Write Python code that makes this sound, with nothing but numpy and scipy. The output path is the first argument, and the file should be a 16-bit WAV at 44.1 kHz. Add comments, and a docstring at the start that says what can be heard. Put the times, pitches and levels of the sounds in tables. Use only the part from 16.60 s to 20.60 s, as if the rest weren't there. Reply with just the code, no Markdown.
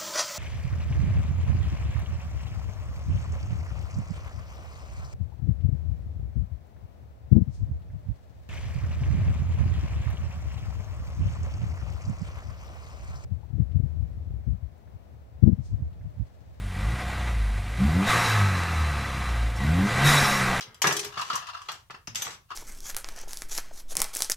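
"""Outdoors, a standing turbocharged car is blipped three times, each time harder.
The exhaust booms at the firing rate and barks through its pipe resonances under throttle.
The engine bay roars with the revs and ticks once; air whooshes through the intake.
After the two big blips the blow-off valve dumps the boost in a hiss.
The last blip starts with a sip of air and brings a faint, rising turbo whistle."""
import sys
import numpy as np
from scipy import signal
from scipy.fft import rfft, irfft, next_fast_len
from scipy.io import wavfile
from scipy.ndimage import uniform_filter1d, map_coordinates

SR = 44100
rng = np.random.default_rng(int(sys.argv[2]) if len(sys.argv) > 2 else 0)


def unload_audio(sound):
    """Save the sound as a 16-bit wav file, at the path given as the first command line argument."""
    columns = np.transpose(np.atleast_2d(sound))
    # keep every value between -1 and 1, then stretch to whole-number steps
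    steps = np.round(np.clip(columns, -1, 1) * 32767)
    wavfile.write(sys.argv[1], SR, steps.astype(np.int16))


N = 176400


def amp(db):
    """Decibels to gain."""
    return 10 ** (np.asarray(db) / 20)


def unit(x):
    """Scale to rms 1."""
    return x / np.sqrt(np.mean(x ** 2) + 1e-20)


def seconds():
    """Time of each sample."""
    return np.arange(N) / SR


def db_at(spectrum, hz):
    """Spectrum interpolated on a log frequency axis."""
    freq_hz, gain_db = np.transpose(spectrum)
    return np.interp(np.log(hz + 1), np.log(freq_hz + 1), gain_db)


def curve(rows):
    """Breakpoints to one value per sample."""
    time_s, values = np.transpose(rows)
    return np.interp(seconds(), time_s, values)


def wobble(rate_hz):
    """Smooth random curve."""
    return map_coordinates(rng.standard_normal(N // 64), [seconds() * rate_hz], mode='wrap')


def filtered(x, response):
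    """Apply a frequency response."""
    size = next_fast_len(N + SR // 2)
    return irfft(rfft(x, size) * response(np.fft.rfftfreq(size, 1 / SR)), size)[:N]


def coloured(x, spectrum, resonances=()):
    """Apply a spectrum with resonant peaks; rms 1."""
    def response(hz):
        peaks_db = sum(db / (1 + (2 * (hz - centre) / width) ** 2) for centre, width, db in resonances)
        return amp(db_at(spectrum, hz) + peaks_db)
    return unit(filtered(x, response))


def turbulence(patchy_db):
    """White noise with random gain patches in time and frequency."""
    bins = signal.stft(rng.standard_normal(N), nperseg=512)[2]
    patches = uniform_filter1d(rng.standard_normal(bins.shape), size=6, axis=0)
    patches = uniform_filter1d(patches, size=9, axis=1)
    return signal.istft(bins * amp(patchy_db * unit(patches)), nperseg=512)[1][:N]


# pedal blips: press_s, lift_s, load_fraction
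BLIPS = [(.1, .32, .4), (1.16, 1.42, 1), (2.98, 3.26, 1)]
def throttle(rise_s=0.056, fall_s=0.07):
    """Engine load, 0-1: builds on press, drops on lift."""
    t = seconds()
    return sum(load * np.clip((t - press_s) / rise_s, 0, 1) * np.clip(1 - (t - lift_s) / fall_s, 0, 1)
               for press_s, lift_s, load in BLIPS)


# engine speed: time_s, firing_hz
ENGINE_SPEED = [(0,49),(.17,45),(.34,61),(.5,64),(.66,60),(.85,51),(1.04,48.5),(1.15,56),(1.24,65.7),(1.39,93),(1.5,109),(1.6,117),(2,88),(2.4,69),(2.8,57),(2.96,55),(3.05,69.6),(3.25,100),(3.42,137),(3.5,148),(4,120.5)]
def firing(jitter=0.006):
    """Firing rate and its slightly jittered phase."""
    firing_hz = curve(ENGINE_SPEED)
    phase = 2 * np.pi * np.cumsum(firing_hz * (1 + jitter * wobble(30))) / SR
    return firing_hz, phase


# firing note: time_s, level_db
BOOM = [(0.0, -35.2), (0.05, -29.9), (0.14, -39.6), (0.27, -22.8), (0.44, -39.1), (0.47, -29.6),
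        (0.53, -32.8), (0.79, -23.8), (1.0, -27.5), (1.06, -36.0), (1.26, -24.4), (1.38, -24.2),
        (1.45, -38.8), (1.56, -26.6), (1.64, -36.7), (1.7, -26.5), (1.82, -20.0), (2.08, -31.7),
        (2.22, -21.6), (2.37, -32.0), (2.55, -34.4), (2.8, -24.5), (2.9, -25.6), (2.99, -33.6),
        (3.12, -21.9), (3.24, -28.9), (3.27, -37.2), (3.45, -21.0), (3.6, -25.5), (3.67, -33.3),
        (3.76, -34.3), (3.82, -28.5), (3.91, -37.5), (3.99, -38.5)]
# engine orders before the pipe: firing_multiple, coast_db, full_load_db, coast_db_per_octave
ORDERS = [(1/2, -53, -51, 1), (3/2, -44, -42, 4), (2/1, -38, -26.5, -3), (5/2, -59, -58, 12),
          (3/1, -52, -28, 9), (7/2, -57, -58, 10), (4/1, -52, -37, 9), (9/2, -57, -54, 8),
          (5/1, -57, -49, 5), (6/1, -58, -54, 8)]
# pipe response: freq_hz, gain_db
PIPE_RESPONSE = [(25, -14), (50, -2), (105, 1), (130, -3), (152, 1), (170, -2), (190, 5.5), (204, 4.5),
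                 (216, -4), (238, -14), (272, -2), (300, -12), (330, -12), (390, -4), (600, -8), (900, -8)]
# rumble spectrum: freq_hz, gain_db
RUMBLE_SPECTRUM = [(20, -35), (40, -10), (58, 12), (95, 10), (140, 8.5), (200, -4), (240, -7.5), (290, -4),
                   (400, -26), (800, -34.5)]
def exhaust(firing_hz, phase, load, idle_hz=55, waver_rad=0.28):
    """Firing note, orders sweeping through the pipe resonances, and uneven combustion rumble."""
    octaves = np.log2(firing_hz / idle_hz)
    tones = amp(curve(BOOM) + 1.2 * wobble(25.62)) * np.cos(phase)
    for order, coast_db, full_load_db, db_per_octave in ORDERS:
        source_db = (1 - load) * (coast_db + db_per_octave * octaves) + load * full_load_db
        pipe_db = db_at(PIPE_RESPONSE, order * firing_hz)
        rough_db = 1.8 * wobble(24)
        order_phase = order * phase + rng.uniform(0, 2 * np.pi) + waver_rad * wobble(22.24)
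        tones += amp(source_db + pipe_db + rough_db) * np.cos(order_phase)
    rumble_db = -44 + 11.5 * load + 0.5 * octaves
    return np.sqrt(2) * tones + amp(rumble_db) * coloured(rng.standard_normal(N), RUMBLE_SPECTRUM)


# bay roar: time_s, level_db
ROAR_LEVEL = [(0, -54), (.2, -39), (.38, -36.5), (.6, -36), (.85, -42.5), (1.07, -43.5), (1.22, -35.5),
              (1.38, -34), (1.5, -26), (1.72, -28.5), (1.85, -35), (2.1, -34.5), (2.7, -37), (2.87, -38.5),
              (2.935, -42.5), (3.02, -36), (3.23, -32.5), (3.3, -31), (3.48, -21.5), (3.75, -28), (4, -27)]
# bay spectrum: freq_hz, gain_db
BAY_SPECTRUM = [(150, -3), (250, -4.5), (463, -12.5), (513, -6), (620, -12.5), (723, -4.5), (801, -6.5),
                (1250, -4), (1760, -8), (1950, -2.5), (3000, -13.5), (3880, -14), (4440, -18.5),
                (9770, -25.5), (15000, -38.5)]
# bay resonances: centre_hz, width_hz, gain_db
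BAY_MODES = [(601, 150, 7.2), (714, 34, 5.2), (1000, 63, 3.8), (1500, 110, 3.6), (1674, 70, 3.9),
             (1910, 54, 2.7), (2050, 56, 1.5), (3930, 440, 1.6)]
def engine_bay(phase):
    """Fan and mechanical noise, pulsing with the firings and ringing in the bay."""
    pulses = 1 + 0.083 * np.cos(phase) + 0.079 * np.cos(phase / 2)
    flutter_db = 0.8 * wobble(29.28)
    roar = coloured(turbulence(patchy_db=0.9) * pulses, BAY_SPECTRUM, BAY_MODES)
    return amp(curve(ROAR_LEVEL) + flutter_db) * roar


def panel_echoes(x, count=10, gain=0.091, latest_s=0.02):
    """Weak early echoes off nearby panels add a hollow grain."""
    delays_s = latest_s * rng.uniform(0.0987, 1, count)
    return filtered(x, lambda hz: 1 + gain * sum(np.exp(-2j * np.pi * hz * d) for d in delays_s))


# background spectrum: freq_hz, gain_db
AIR_SPECTRUM = [(100, -7), (500, -16), (2000, -12), (3200, -18.5), (6000, -28.5), (10000, -25),
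                (11500, -38), (15000, -38)]
def outdoor_air(level_db=-46.5):
    """Steady outdoor background noise."""
    return amp(level_db) * coloured(rng.standard_normal(N), AIR_SPECTRUM)


# intake whoosh: time_s, level_db
WHOOSH_LEVEL = [(0, -70), (1.1, -59), (1.38, -52), (1.5, -26.5), (1.72, -27), (1.9, -32), (2.3, -37),
                (2.7, -38.5), (2.94, -53), (3.22, -49), (3.28, -34.5), (3.41, -39), (3.48, -24.5),
                (3.75, -27), (4, -36)]
# whoosh spectrum: freq_hz, gain_db
WHOOSH_SPECTRUM = [(300, -22), (650, -12.5), (950, -2.5), (1250, 0), (1700, -2), (2100, -3.5), (2700, -8),
                   (3100, -17), (5500, -16.5), (10000, -25), (15000, -33)]
# intake pipe resonances: centre_hz, width_hz, gain_db
INTAKE_MODES = [(913, 62, 3.2), (1082, 65, 4.8), (1181, 37, 3.8), (1287, 47, 8.5), (1607, 24, 4.9),
                (1716, 34, 8.1), (2600, 140, 5.1), (3970, 170, 14)]
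def intake_whoosh():
    """Air rushing through the intake: builds with boost, lingers as the turbine runs down."""
    return amp(curve(WHOOSH_LEVEL)) * coloured(turbulence(patchy_db=0.75), WHOOSH_SPECTRUM, INTAKE_MODES)


# boost dumps: open_s, level_db, attack_s, sag_db_per_s, close_s
DUMPS = [(1.461, -36, 0.019, 14, 1.713), (3.434, -25.5, 0.031, 25.5, 3.765)]
# air hiss spectrum: freq_hz, gain_db
HISS_SPECTRUM = [(300, -31), (900, -16.5), (1800, 7.5), (3000, 0), (4600, 4), (6200, 6), (8000, 4.5),
                 (10500, 3.5), (12500, -1), (15000, -5)]
# open valve resonances: centre_hz, width_hz, gain_db
VALVE_MODES = [(3460, 58, 17), (3845, 93, 18), (3930, 72, 4.8), (5530, 420, 8.1), (6530, 160, 5.2),
               (6580, 100, 3)]
# opening ring: centre_hz, width_hz, gain_db
RING_MODES = [(1371.6, 590, 32), (1970, 480, 23), (3790, 400, 38)]
def blow_off(close_db_per_s=83, ring_over_hiss_db=6.5, ring_t60_s=0.35):
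    """The valve cracks open with a brief ring, hisses as pressure sags, then closes."""
    t, hiss_gain, ring_gain = seconds(), np.zeros(N), np.zeros(N)
    for open_s, level_db, attack_s, sag_db_per_s, close_s in DUMPS:
        opening = np.clip((t - open_s) / attack_s, 0, 1)
        age_s = np.maximum(t - open_s - attack_s, 0)
        closing_db = close_db_per_s * np.maximum(t - close_s, 0)
        hiss_gain += opening * amp(level_db - sag_db_per_s * age_s - closing_db)
        ring_gain += opening ** 3 * amp(level_db + ring_over_hiss_db - 60 * age_s / ring_t60_s)
    hiss = coloured(turbulence(patchy_db=2.9), HISS_SPECTRUM, VALVE_MODES)
    ring = coloured(rng.standard_normal(N), HISS_SPECTRUM, RING_MODES)
    return hiss_gain * hiss + ring_gain * ring


# engine tick: start_s, level_db
TICKS = [(2.0346, -23)]
def engine_tick(t60_s=0.013):
    """A short crack, coloured by the bay."""
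    t = seconds()
    envelope = sum((t >= start_s) * amp(level_db - 60 * np.abs(t - start_s) / t60_s)
                   for start_s, level_db in TICKS)
    return envelope * coloured(rng.standard_normal(N), BAY_SPECTRUM, BAY_MODES)


# air sip: peak_s, level_db
SIPS = [(2.972, -46.5)]
# sip resonances: centre_hz, width_hz, gain_db
SIP_MODES = [(5420, 390, 17), (7700, 500, 9)]
def throttle_sip(half_width_s=0.016):
    """A tiny, bright gasp as the throttle plate opens."""
    envelope = sum(amp(level_db) * np.exp(-((seconds() - peak_s) / half_width_s) ** 2)
                   for peak_s, level_db in SIPS)
    return envelope * coloured(rng.standard_normal(N), HISS_SPECTRUM, SIP_MODES)


# turbo spool-up: start_s, end_s, from_hz, to_hz, level_db
SPOOLS = [(3.181, 3.457, 4820, 9460, -53)]
def turbo_whistle(width_hz=620):
    """A faint, breathy whistle, climbing as the turbine gains speed."""
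    t, out = seconds(), np.zeros(N)
    for start_s, end_s, from_hz, to_hz, level_db in SPOOLS:
        progress = np.clip((t - start_s) / (end_s - start_s), 0, 1)
        phase = 2 * np.pi * np.cumsum(from_hz + (to_hz - from_hz) * progress) / SR
        swell = np.sqrt(np.abs(np.sin(np.pi * progress)))
        whistle = unit(wobble(width_hz) * np.sin(phase + wobble(width_hz)))
        out += amp(level_db) * swell * whistle
    return out


def scene():
    """Exhaust, echoed engine bay sounds and background; both channels alike."""
    firing_hz, phase = firing()
    tailpipe = exhaust(firing_hz, phase, throttle())
    bay = engine_bay(phase) + intake_whoosh() + blow_off()
    bay += turbo_whistle() + engine_tick() + throttle_sip()
    mono = tailpipe + panel_echoes(bay) + outdoor_air()
    return np.array([mono, mono])


TOP_HZ = 15150
def record(dry):
    """Brick-wall low-pass."""
    return np.array([filtered(channel, lambda hz: hz < TOP_HZ) for channel in dry])


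dry = scene()
out = record(dry)
unload_audio(out)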